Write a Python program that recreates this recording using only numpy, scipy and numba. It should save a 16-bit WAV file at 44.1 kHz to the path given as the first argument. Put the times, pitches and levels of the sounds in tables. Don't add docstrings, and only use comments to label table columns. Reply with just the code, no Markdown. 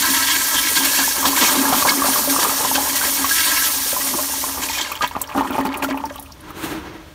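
import sys
import numpy as np
from scipy import signal
from scipy.fft import rfft, irfft, next_fast_len
from scipy.io import wavfile
from scipy.ndimage import uniform_filter1d
from numba import njit

SR = 44100
rng = np.random.default_rng(int(sys.argv[2]) if len(sys.argv) > 2 else 0)


def master_out(mix):
    frames = np.transpose(np.atleast_2d(mix))
    ceiling = np.clip(frames, -1, 1)
    pcm = np.round(ceiling * 32767).astype(np.int16)
    wavfile.write(sys.argv[1], SR, pcm)


def to_linear_factor(level_db):
    exponent = np.asarray(level_db, float) / 20
    return 10 ** exponent


N = 314874
SIZE = next_fast_len(N + SR)
HZ = np.arange(SIZE // 2 + 1) * SR / SIZE

# time in seconds, surge level in dB, churning air level in dB.
TRAP = [(0.0, -33.5, -40), (0.27, -37, -40), (0.49, -39, -34.5), (1.15, -33, -31), (1.5, -25.5, -23.5),
        (1.95, -28.5, -23.5), (2.5, -35, -26.5), (2.85, -32.5, -26), (3.3, -37.5, -35),
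        (4.05, -39.5, -31.5), (4.5, -36, -35), (4.8, -43, -33), (4.98, -67, -40), (5.335, -55, -34),
        (5.36, -20.5, -29), (5.6, -25, -28), (5.75, -33.5, -32), (6.0, -37, -37.5), (6.29, -48, -43),
        (6.45, -65, -51)]
# peak time in seconds, surge burst in dB, churning air burst in dB.
GULPS = [(0.089, -22.5, -25), (0.538, -37, -29.5), (0.789, -27, -32), (0.994, -28, -24), (1.261, -22, -19),
         (1.431, -18.5, -16), (1.555, -19, -24), (1.6, -19.5, -18), (1.729, -15.5, -15), (1.856, -10, -14),
         (1.906, -18, -27), (2.041, -34, -21.5), (2.281, -22, -38), (2.43, -24, -17), (2.672, -28, -42),
         (2.908, -27, -42), (4.142, -27.5, -25), (4.58, -24.5, -23), (5.031, -57, -21), (5.161, -30, -29),
         (5.353, -15, -19), (5.378, -19, -14.5), (5.504, -17, -26), (5.59, -13, -18), (5.658, -19.5, -21),
         (5.832, -21, -18.5), (5.908, -20, -30), (5.98, -30, -32), (6.05, -32, -35), (6.11, -38, -35)]
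# frequency in Hz, relative density in dB per Hz.
SURGE_SPECTRUM = [(120, -44), (190, -12), (280, -7), (400, -11), (550, -64)]
# start in seconds, starting level in dB, starting pitch in Hz, time to fall 60 dB in seconds.
GLUGS_AND_WHISTLES = [(0.584, -15, 1670, 0.052), (0.935, -18, 1685, 0.16), (0.989, -19, 1700, 0.17),
                      (1.025, -17, 1520, 0.05), (1.04, -17, 1710, 0.095), (1.078, -15.5, 910, 0.045),
                      (1.25, -14, 1010, 0.063), (1.33, -15.5, 1044, 0.053), (1.653, -12.5, 1650, 0.068),
                      (1.726, -7.5, 760, 0.047), (1.824, -6.5, 1140, 0.022), (1.855, -10, 800, 0.021),
                      (1.878, -13.5, 1630, 0.069), (1.889, -10, 2170, 0.069), (1.904, -16, 1656, 0.11),
                      (2.02, -8.5, 1127, 0.055), (2.046, -16, 1150, 0.051), (2.085, -12, 775, 0.032),
                      (2.159, -9.5, 1110, 0.037), (2.275, -16.5, 578, 0.098), (2.363, -9, 1140, 0.024),
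                      (2.495, -11.5, 1240, 0.027), (2.649, -10, 1010, 0.038), (2.714, -10.5, 890, 0.032),
                      (2.755, -18, 1537, 0.049), (2.78, -13, 832, 0.088), (2.81, -18, 845, 0.017),
                      (3.014, -12.5, 1530, 0.037), (3.039, -15, 1010, 0.031), (3.244, -9.5, 1108, 0.055),
                      (3.312, -12, 1640, 0.12), (3.623, -13, 1620, 0.024), (3.929, -18, 555, 0.057),
                      (3.965, -15, 1010, 0.055), (4.149, -20, 333, 0.11), (4.187, -17.5, 1040, 0.069),
                      (4.192, -21.5, 610, 0.094), (4.44, -16, 1050, 0.04), (4.579, -29, 357, 0.032),
                      (4.636, -18, 3100, 0.03), (4.688, -17, 2450, 0.027), (4.697, -20, 896, 0.068),
                      (4.75, -23, 2450, 0.17), (4.785, -20, 2200, 0.08), (4.8, -23, 870, 0.049),
                      (4.849, -19, 2120, 0.022), (4.917, -17, 1160, 0.043), (5.009, -14, 1220, 0.14),
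                      (5.026, -30, 596, 0.021), (5.04, -9.5, 980, 0.056), (5.112, -22.5, 940, 0.034),
                      (5.152, -16.5, 1180, 0.044), (5.166, -8, 830, 0.0093), (5.213, -21, 1000, 0.041),
                      (5.294, -27, 1180, 0.032), (5.351, -14, 780, 0.04), (5.362, -14, 790, 0.08),
                      (5.375, -22, 1020, 0.04), (5.385, -16, 1250, 0.03), (5.409, -6.5, 890, 0.024),
                      (5.418, -19, 1030, 0.028), (5.455, -24, 1240, 0.074), (5.474, -24, 1830, 0.04),
                      (5.506, -19, 1350, 0.05), (5.551, -18, 795, 0.033), (5.582, -8, 840, 0.02),
                      (5.592, -18, 876, 0.06), (5.608, -17, 1060, 0.035), (5.652, -11.5, 870, 0.056),
                      (5.672, -17, 870, 0.055), (5.736, -22, 870, 0.052), (5.772, -23, 900, 0.03),
                      (5.801, -23, 935, 0.027), (5.822, -19, 840, 0.074), (5.846, -14.5, 1380, 0.049),
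                      (5.888, -18, 620, 0.079), (5.925, -28, 1010, 0.027), (5.944, -16.5, 860, 0.042),
                      (5.973, -20, 900, 0.038), (6.039, -15, 888, 0.081), (6.108, -26, 580, 0.1),
                      (6.158, -26.5, 1140, 0.053), (6.189, -25, 860, 0.03)]
# start in seconds, peak in dB, centre in Hz, relative weight of the broad spatter (0 to 1).
SPLASHES = [(1.892, -4, 4660, 0.14), (1.905, -14, 5200, 0.4), (4.917, -10, 2400, 0.75),
            (4.9532, -14, 2960, 0.65), (5.038, -18, 2760, 0.36), (5.075, -16, 3750, 0.7),
            (5.215, -2, 8360, 0.95), (5.239, -22, 3140, 0.25), (5.2724, -26, 5220, 0.3),
            (5.297, -29, 2700, .3), (5.32, -26, 2480, 0.3), (5.363, -22, 3800, 0.7), (5.374, -14, 3050, 1),
            (5.399, -25, 3100, 0.6), (5.41, -22, 3600, 0.3), (5.475, -26, 2800, 0.3), (5.506, -18, 2580, 1),
            (5.526, -25, 3400, 0.5), (5.54, -27, 2500, 0.1), (5.552, -25, 2600, 0.2),
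            (5.5832, -19, 2350, 0.5), (5.609, -18, 1890, 0.4), (5.652, -16, 2400, 0.5),
            (5.668, -20, 4500, 0.8), (5.7405, -17.5, 2530, 0.1), (5.7722, -13.5, 11100, 0.44),
            (5.822, -15, 2420, 0.2), (5.84, -14, 2600, 1), (5.888, -22, 2420, 0.3),
            (5.8997, -24, 4620, 0.3), (5.925, -24, 2400, 0.2), (5.974, -19.5, 2600, 0.34),
            (6.0257, -35, 7260, 0.4), (6.0536, -17, 5300, 0.47), (6.1229, -32, 6410, 0.4),
            (6.157, -19, 2820, 1), (6.179, -30, 3600, 0.1), (6.196, -16.5, 11900, 0.6),
            (6.225, -18.5, 11100, 1), (6.259, -34, 2680, 0.24), (6.32, -27, 5170, 0.25),
            (6.4058, -30, 10630, 0.25), (6.504, -24, 1210, 0.4)]
# frequency in Hz, width in Hz, level at full share in dB over the direct sound.
BOWL_MODES = [(272.8, 6.9, 16.5), (595.6, 24, 10.5), (882, 38, 11.5), (1010, 216, 12.5), (1180, 120, 7.5),
              (1380, 28, 5.5), (1826, 22, 12.5), (2420, 64, 6), (2960, 40, 7.5)]
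# time in seconds, spray level in dB, jet hiss level in dB.
JETS = [(0.0, -20, -19), (0.1, -19, -18.5), (0.28, -16.5, -20.5), (0.48, -28, -19), (0.55, -19.5, -20),
        (1.02, -22.5, -18), (1.2, -25, -21), (1.9, -29, -20), (2.6, -27.5, -20.5), (3.26, -27, -20),
        (4.098, -29.5, -21), (4.5, -33.5, -24.5), (4.85, -28.5, -35), (5.0, -36.5, -43), (5.3, -44, -49),
        (5.45, -38.5, -43), (5.7, -42, -49), (6.1, -49.5, -48.5), (6.45, -58, -56)]
# time of full level in seconds, hold in seconds, spray burst in dB, jet hiss burst in dB.
GUSTS = [(0.757, 0.024, -15, -21), (0.849, 0.0083, -20.5, -17.5), (0.947, 0.08, -18, -31),
         (1.255, 0.03, -17.5, -20), (1.365, 0.17, -17.5, -20.5), (1.405, 0.035, -15, -24),
         (1.555, 0.063, -20, -26), (1.731, 0.081, -19, -23.5), (1.873, 0.027, -16.5, -26),
         (2.057, 0.14, -25.5, -20.5), (2.3, 0.033, -21, -21.5), (2.397, 0.041, -21.5, -21),
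         (2.751, 0.013, -18, -30), (2.957, 0.0086, -19, -17), (3.043, 0.043, -19.5, -25),
         (3.293, 0.39, -20, -23), (4.619, 0.051, -24, -28), (4.685, 0.032, -26, -34),
         (4.73, 0.057, -23, -31.5), (4.812, 0.016, -25, -34), (4.9, 0.063, -31, -45),
         (5.023, 0.053, -30, -38.5), (5.343, 0.071, -47, -38.5), (5.523, 0.09, -37, -43),
         (5.652, 0.019, -28.5, -39), (5.743, 0.014, -31, -57), (5.825, 0.023, -28.5, -34.5),
         (5.886, 0.018, -32, -52)]
# start in seconds, end in seconds.
JETS_FADE = (4.87, 5.01)
# frequency in Hz, relative density in dB per Hz.
SPRAY_SPECTRUM = [(200, -19), (320, -5.5), (600, -34), (1000, -2), (1600, -4), (2600, -4), (4000, 3.5),
                  (6000, 0.5), (8000, 3)]
HISS_SPECTRUM = [(1500, -18), (2500, -10), (3570, -7), (4340, -4), (5520, 0.5), (7420, -2), (9220, 1),
                 (11400, 0), (14200, -1.5), (15200, -1), (16500, -33)]
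# time in seconds, level in dB.
ROAR = [(0.0, -27), (0.18, -19), (0.37, -32.5), (0.85, -31.5), (1.03, -40), (2.05, -35.5), (3.11, -41),
        (3.47, -28), (3.8, -40)]
# frequency in Hz, width in Hz, level at full share in dB over the direct sound.
PIPE_MODES = [(309, 29, 13), (620, 54, 4), (953, 34, 9), (1031, 38, 7.5), (1317, 9.4, 14), (1613, 32, 11),
              (1688, 33, 6.5), (1930, 34, 7), (2202, 65, 6), (2530, 45, 2), (2760, 30, 6), (3160, 220, 3),
              (4497, 35, 5), (5500, 140, -5)]
# time in seconds, level in dB, treble over that level in dB.
RUSH = [(6.33, -49, -19), (6.46, -42, -15), (6.5, -33, -12), (6.53, -39, -16), (6.57, -31.5, -10),
        (6.64, -26.5, -6.5), (6.72, -27, -10.5), (6.8, -31.5, -16), (6.92, -37, -20), (7.14, -47, -8)]
# frequency in Hz, relative density in dB per Hz.
RUSH_LOW = [(24, -33), (40, -9), (97, -17), (140, -9), (257, -13), (314, -4.5), (624, -18.5), (764, -14.5),
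            (1140, -15.5), (1340, -15), (5000, -31), (6500, -32), (11000, -120)]
RUSH_HIGH = [(2350, 0), (4000, -3), (5350, -12), (6400, -6), (7750, -5), (14500, -6.5), (16000, -9)]
# frequency in Hz, width in Hz, cancelled part at full share in dB.
ECHO_DIPS = [(4950, 190, -4), (7710, 350, -7), (10460, 560, -3)]
# frequency in Hz, relative density in dB per Hz.
RUMBLE_SPECTRUM = [(15, -38), (25, 9), (80, 0.5), (180, -6), (242, -6.5), (463, -36), (591, -4),
                   (1040, -34), (1290, -40), (3250, -19.5), (5430, -25), (6920, -30), (16000, -46)]
# frequency in Hz, width in Hz, level in dB over the rumble.
HUM = [(75, 9.9, 7)]
# time in seconds, gain in dB.
LIFT = [(5.9, 0), (6.5, 1.5)]


def unit(x):
    return x / np.sqrt(np.mean(x ** 2))


def shape(x, response):
    return irfft(rfft(x, SIZE) * response, SIZE)[:N]


def colour(points):
    hz, db = np.transpose(points)
    return to_linear_factor(np.interp(np.log(HZ + 1), np.log(hz), db, left=-90, right=-90))


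def hollow(modes, share=1):
    response = 1
    for hz, width, db in modes:
        mode = 1j * HZ * width / (hz ** 2 - HZ ** 2 + 1j * HZ * width)
        response = response + share * to_linear_factor(db) * mode
    return response


def ring(water, db, space):
    gain = np.sqrt(np.mean(water ** 2) / np.mean(shape(water, space) ** 2))
    return shape(unit(water) * to_linear_factor(db) * gain, space)


def walk(rate):
    k = int(SR / rate)
    steps = np.repeat(rng.standard_normal(N // k + 1), k)
    return 1.1 * uniform_filter1d(uniform_filter1d(steps, k), k)[:N]


def flicker(x, edges_hz, rate, depth_db):
    out = np.zeros(N)
    for low, high in zip(edges_hz, edges_hz[1:]):
        band = shape(x, (HZ >= low) & (HZ < high))
        out += band * to_linear_factor(depth_db * walk(rate))
    return out


def curves(table):
    s, *columns = np.transpose(table)
    return [np.interp(np.arange(N) / SR, s, c, left=-120, right=-120) for c in columns]


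def swell(base_db, starts, holds, peaks_db, attack_s, t60_s):
    power, t = to_linear_factor(2 * base_db), np.arange(SR) / SR
    for s, hold, db in zip(starts, holds, peaks_db):
        fall_db = 60 * np.maximum(t - hold, 0) / t60_s
        rise_db = 60 * np.maximum(1 - t / attack_s, 0) ** 2
        part = power[max(int((s - attack_s) * SR), 0):][:SR]
        part += to_linear_factor(2 * (db - fall_db - rise_db))[:len(part)]
    return 10 * np.log10(power)


@njit
def bubbles(s, size, hz, t60, glide, n, sr):
    out = np.zeros(n)
    for k in range(len(s)):
        start, life, phase = int(s[k] * sr), int(t60[k] * sr) + 1, 0.
        for i in range(min(life, n - start)):
            phase += 2 * np.pi * hz[k] * (1 + glide * i / life) / sr
            out[start + i] += size[k] * np.exp(-np.log(1000) * i / life) * np.sin(phase)
    return out


def swarm(count, low_hz, high_hz, cycles, spread_db, glide):
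    when, pitch, big = rng.random((count, 3)).T
    hz = low_hz * (high_hz / low_hz) ** pitch
    size = to_linear_factor(spread_db * np.minimum(-np.log(1 - big), 4))
    return unit(bubbles(when * N / SR, size, hz, cycles / hz, glide, N, 1. * SR))


def trap_levels():
    s, *peaks = np.transpose(GULPS)
    attack_s, surge_t60_s, churn_t60_s = 0.021, 0.2, 0.14
    holds = np.full(len(s), attack_s)
    return [swell(base, s, holds, db, attack_s, t60)
            for base, db, t60 in zip(curves(TRAP), peaks, (surge_t60_s, churn_t60_s))]


def surge():
    thumps = swarm(count=1500, low_hz=210, high_hz=410, cycles=5.2, spread_db=0.0, glide=0.32)
    water = 3.5 * rng.standard_normal(N) + 0.62 * thumps
    return shape(water, colour(SURGE_SPECTRUM)) * to_linear_factor(4.0 * walk(30))


def churn():
    small = swarm(count=14000, low_hz=504, high_hz=1530, cycles=19.3, spread_db=1.5, glide=0.43)
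    large = swarm(count=2200, low_hz=330, high_hz=1400, cycles=14.0, spread_db=4.0, glide=0.25)
    splatter = swarm(count=4000, low_hz=910, high_hz=3600, cycles=6.3, spread_db=2.5, glide=0.28)
    return (0.51 * small + 0.86 * large + 0.56 * splatter) * to_linear_factor(2.9 * walk(40))


def glugs_and_whistles():
    s, db, hz, t60 = np.transpose(GLUGS_AND_WHISTLES)
    count = len(s)
    body = bubbles(s, to_linear_factor(db), hz, t60, 0.033, N, 1. * SR)
    snap = bubbles(s, 0.4 * to_linear_factor(db), 2.2 * hz, np.full(count, .002), .1, N, 1. * SR)
    kick = bubbles(s, 0.025 * to_linear_factor(db), np.full(count, 290.), np.full(count, .015), .1, N, 1. * SR)
    late, pitch, small = rng.random((count, 3, 5)).transpose(1, 2, 0)
    brood_s = (s + 0.03 * late).ravel()
    brood_size = to_linear_factor(db - 13.0 - 9.0 * small).ravel()
    brood_hz = (hz * 0.68 * 3.5 ** pitch).ravel()
    brood = bubbles(brood_s, brood_size, brood_hz, np.full(late.size, .015), .2, N, 1. 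* SR)
    return shape(body + snap + brood, hollow(BOWL_MODES, share=0.061)) + shape(kick, hollow(BOWL_MODES))


def kicks():
    s, surge_db, _ = np.transpose(GULPS)
    size = to_linear_factor(surge_db - 6)
    jolt = bubbles(s, size, np.full(len(s), 300.), np.full(len(s), .014), 0.077, N, 1. * SR)
    return shape(jolt, hollow(BOWL_MODES))


def splashes():
    out = np.zeros(N + SR)
    t = np.arange(SR // 5) / SR
    fade = np.exp(-np.log(1000) * t / 0.047)
    spatter_fade = 0.38 * fade ** 0.68 + 1.75 * fade ** 2.1
    onset = np.minimum(t / 0.00097, 1)
    noises = rng.standard_normal((len(SPLASHES), len(t)))
    for (s, db, hz, broad), noise in zip(SPLASHES, noises):
        edges = np.clip([hz / 1.102, hz * 1.113], 100, .45 * SR)
        band = signal.butter(2, edges, "bandpass", fs=SR, output="sos")
        tone = unit(signal.sosfilt(band, noise))
        bright = np.diff(noise, 2, prepend=[0, 0])
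        burst = (tone * fade + broad * 0.76 * bright * spatter_fade) * onset
        out[int(s * SR):][:len(t)] += to_linear_factor(db) * burst / np.abs(burst).max()
    return shape(out[:N], hollow(BOWL_MODES, share=0.49))


def rim_levels():
    s, length, *peaks = np.transpose(GUSTS)
    attack_s, t60_s = 0.006, 0.085
    return [swell(base, s, length + attack_s, db, attack_s, t60_s)
            for base, db in zip(curves(JETS), peaks)]


def spray(sheets):
    fizz = swarm(count=9000, low_hz=1547, high_hz=6500, cycles=45.0, spread_db=3.5, glide=0.12)
    sheet = unit(shape(rng.standard_normal(N), colour(SPRAY_SPECTRUM))) + 0.55 * fizz
    edges_hz = [0, 1150, 1500, 1800, 2100, 2600, 3000, 3700, 4700, 5800, SR]
    sheet = flicker(sheet, edges_hz, rate=28, depth_db=2.0)
    drops = swarm(count=4000, low_hz=1530, high_hz=6000, cycles=14.0, spread_db=3.0, glide=0.2)
    mix = sheets * sheet + (1 - sheets) * (drops + 0.44 * sheet)
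    ragged_db = 2.5 + 3 * (1 - sheets)
    return mix * to_linear_factor(1.2 * walk(21.9) + ragged_db * walk(110))


def hiss(sheets):
    size = to_linear_factor(-2.6 * np.log(1 - rng.random(N)))
    struck = rng.random(N) < .1
    drops = size * struck * rng.choice([-1, 1], N)
    jets = unit(shape(rng.standard_normal(N) + .5 * unit(drops), colour(HISS_SPECTRUM)))
    jets = flicker(jets, [0, 4800, 6500, 8500, 10400, 13000, SR], rate=45, depth_db=1.5)
    ragged_db = 0.96 + 2.0 * (1 - sheets)
    return jets * to_linear_factor(ragged_db * walk(70))


def roar():
    top_rolloff = 1 / (1 + (HZ / 2100) ** 8)
    bass_rolloff = 1 / (1 + (800 / (HZ + 1)) ** 3)
    breathy = shape(rng.standard_normal(N), top_rolloff * bass_rolloff)
    level_db, = curves(ROAR)
    return ring(breathy * to_linear_factor(5.7 * walk(39.7)), level_db, hollow(PIPE_MODES, share=6.2))


def rush():
    db, treble_db = curves(RUSH)
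    low = unit(shape(rng.standard_normal(N), colour(RUSH_LOW) * hollow(PIPE_MODES, share=0.24)))
    high = unit(shape(rng.standard_normal(N), colour(RUSH_HIGH)))
    return to_linear_factor(db + 2.0 * walk(30)) * (low + to_linear_factor(treble_db) * high)


def rumble():
    noise = unit(shape(rng.standard_normal(N), colour(RUMBLE_SPECTRUM) * hollow(HUM)))
    lift_db = np.interp(np.arange(N) / SR, *np.transpose(LIFT))
    return noise * to_linear_factor(-43.5 + lift_db)


def scene():
    surge_db, churn_db = trap_levels()
    spray_db, hiss_db = rim_levels()
    sheets = np.interp(np.arange(N) / SR, JETS_FADE, [1, 0])
    bowl = hollow(BOWL_MODES)
    trap = ring(surge(), surge_db, bowl) + ring(churn(), churn_db, bowl) + glugs_and_whistles() + kicks()
    rim = ring(spray(sheets), spray_db, hollow(PIPE_MODES)) + roar() + hiss(sheets) * to_linear_factor(hiss_db)
    water = shape(trap + rim + splashes() + rush(), hollow(ECHO_DIPS, share=-0.98))
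    return np.tile(water + rumble(), (2, 1))


def band_limit(x):
    return signal.sosfilt(signal.butter(12, 17000, fs=SR, output="sos"), x)


def record(dry):
    rounded = np.tanh(1.1 * dry) / 1.1
    bass_cut = signal.sosfilt(signal.butter(6, 44, "highpass", fs=SR, output="sos"), rounded)
    top_cut = signal.sosfilt(signal.ellip(16, .3, 80, 15740, fs=SR, output="sos"), bass_cut)
    return band_limit(top_cut)


dry = scene()
out = record(dry)
master_out(out)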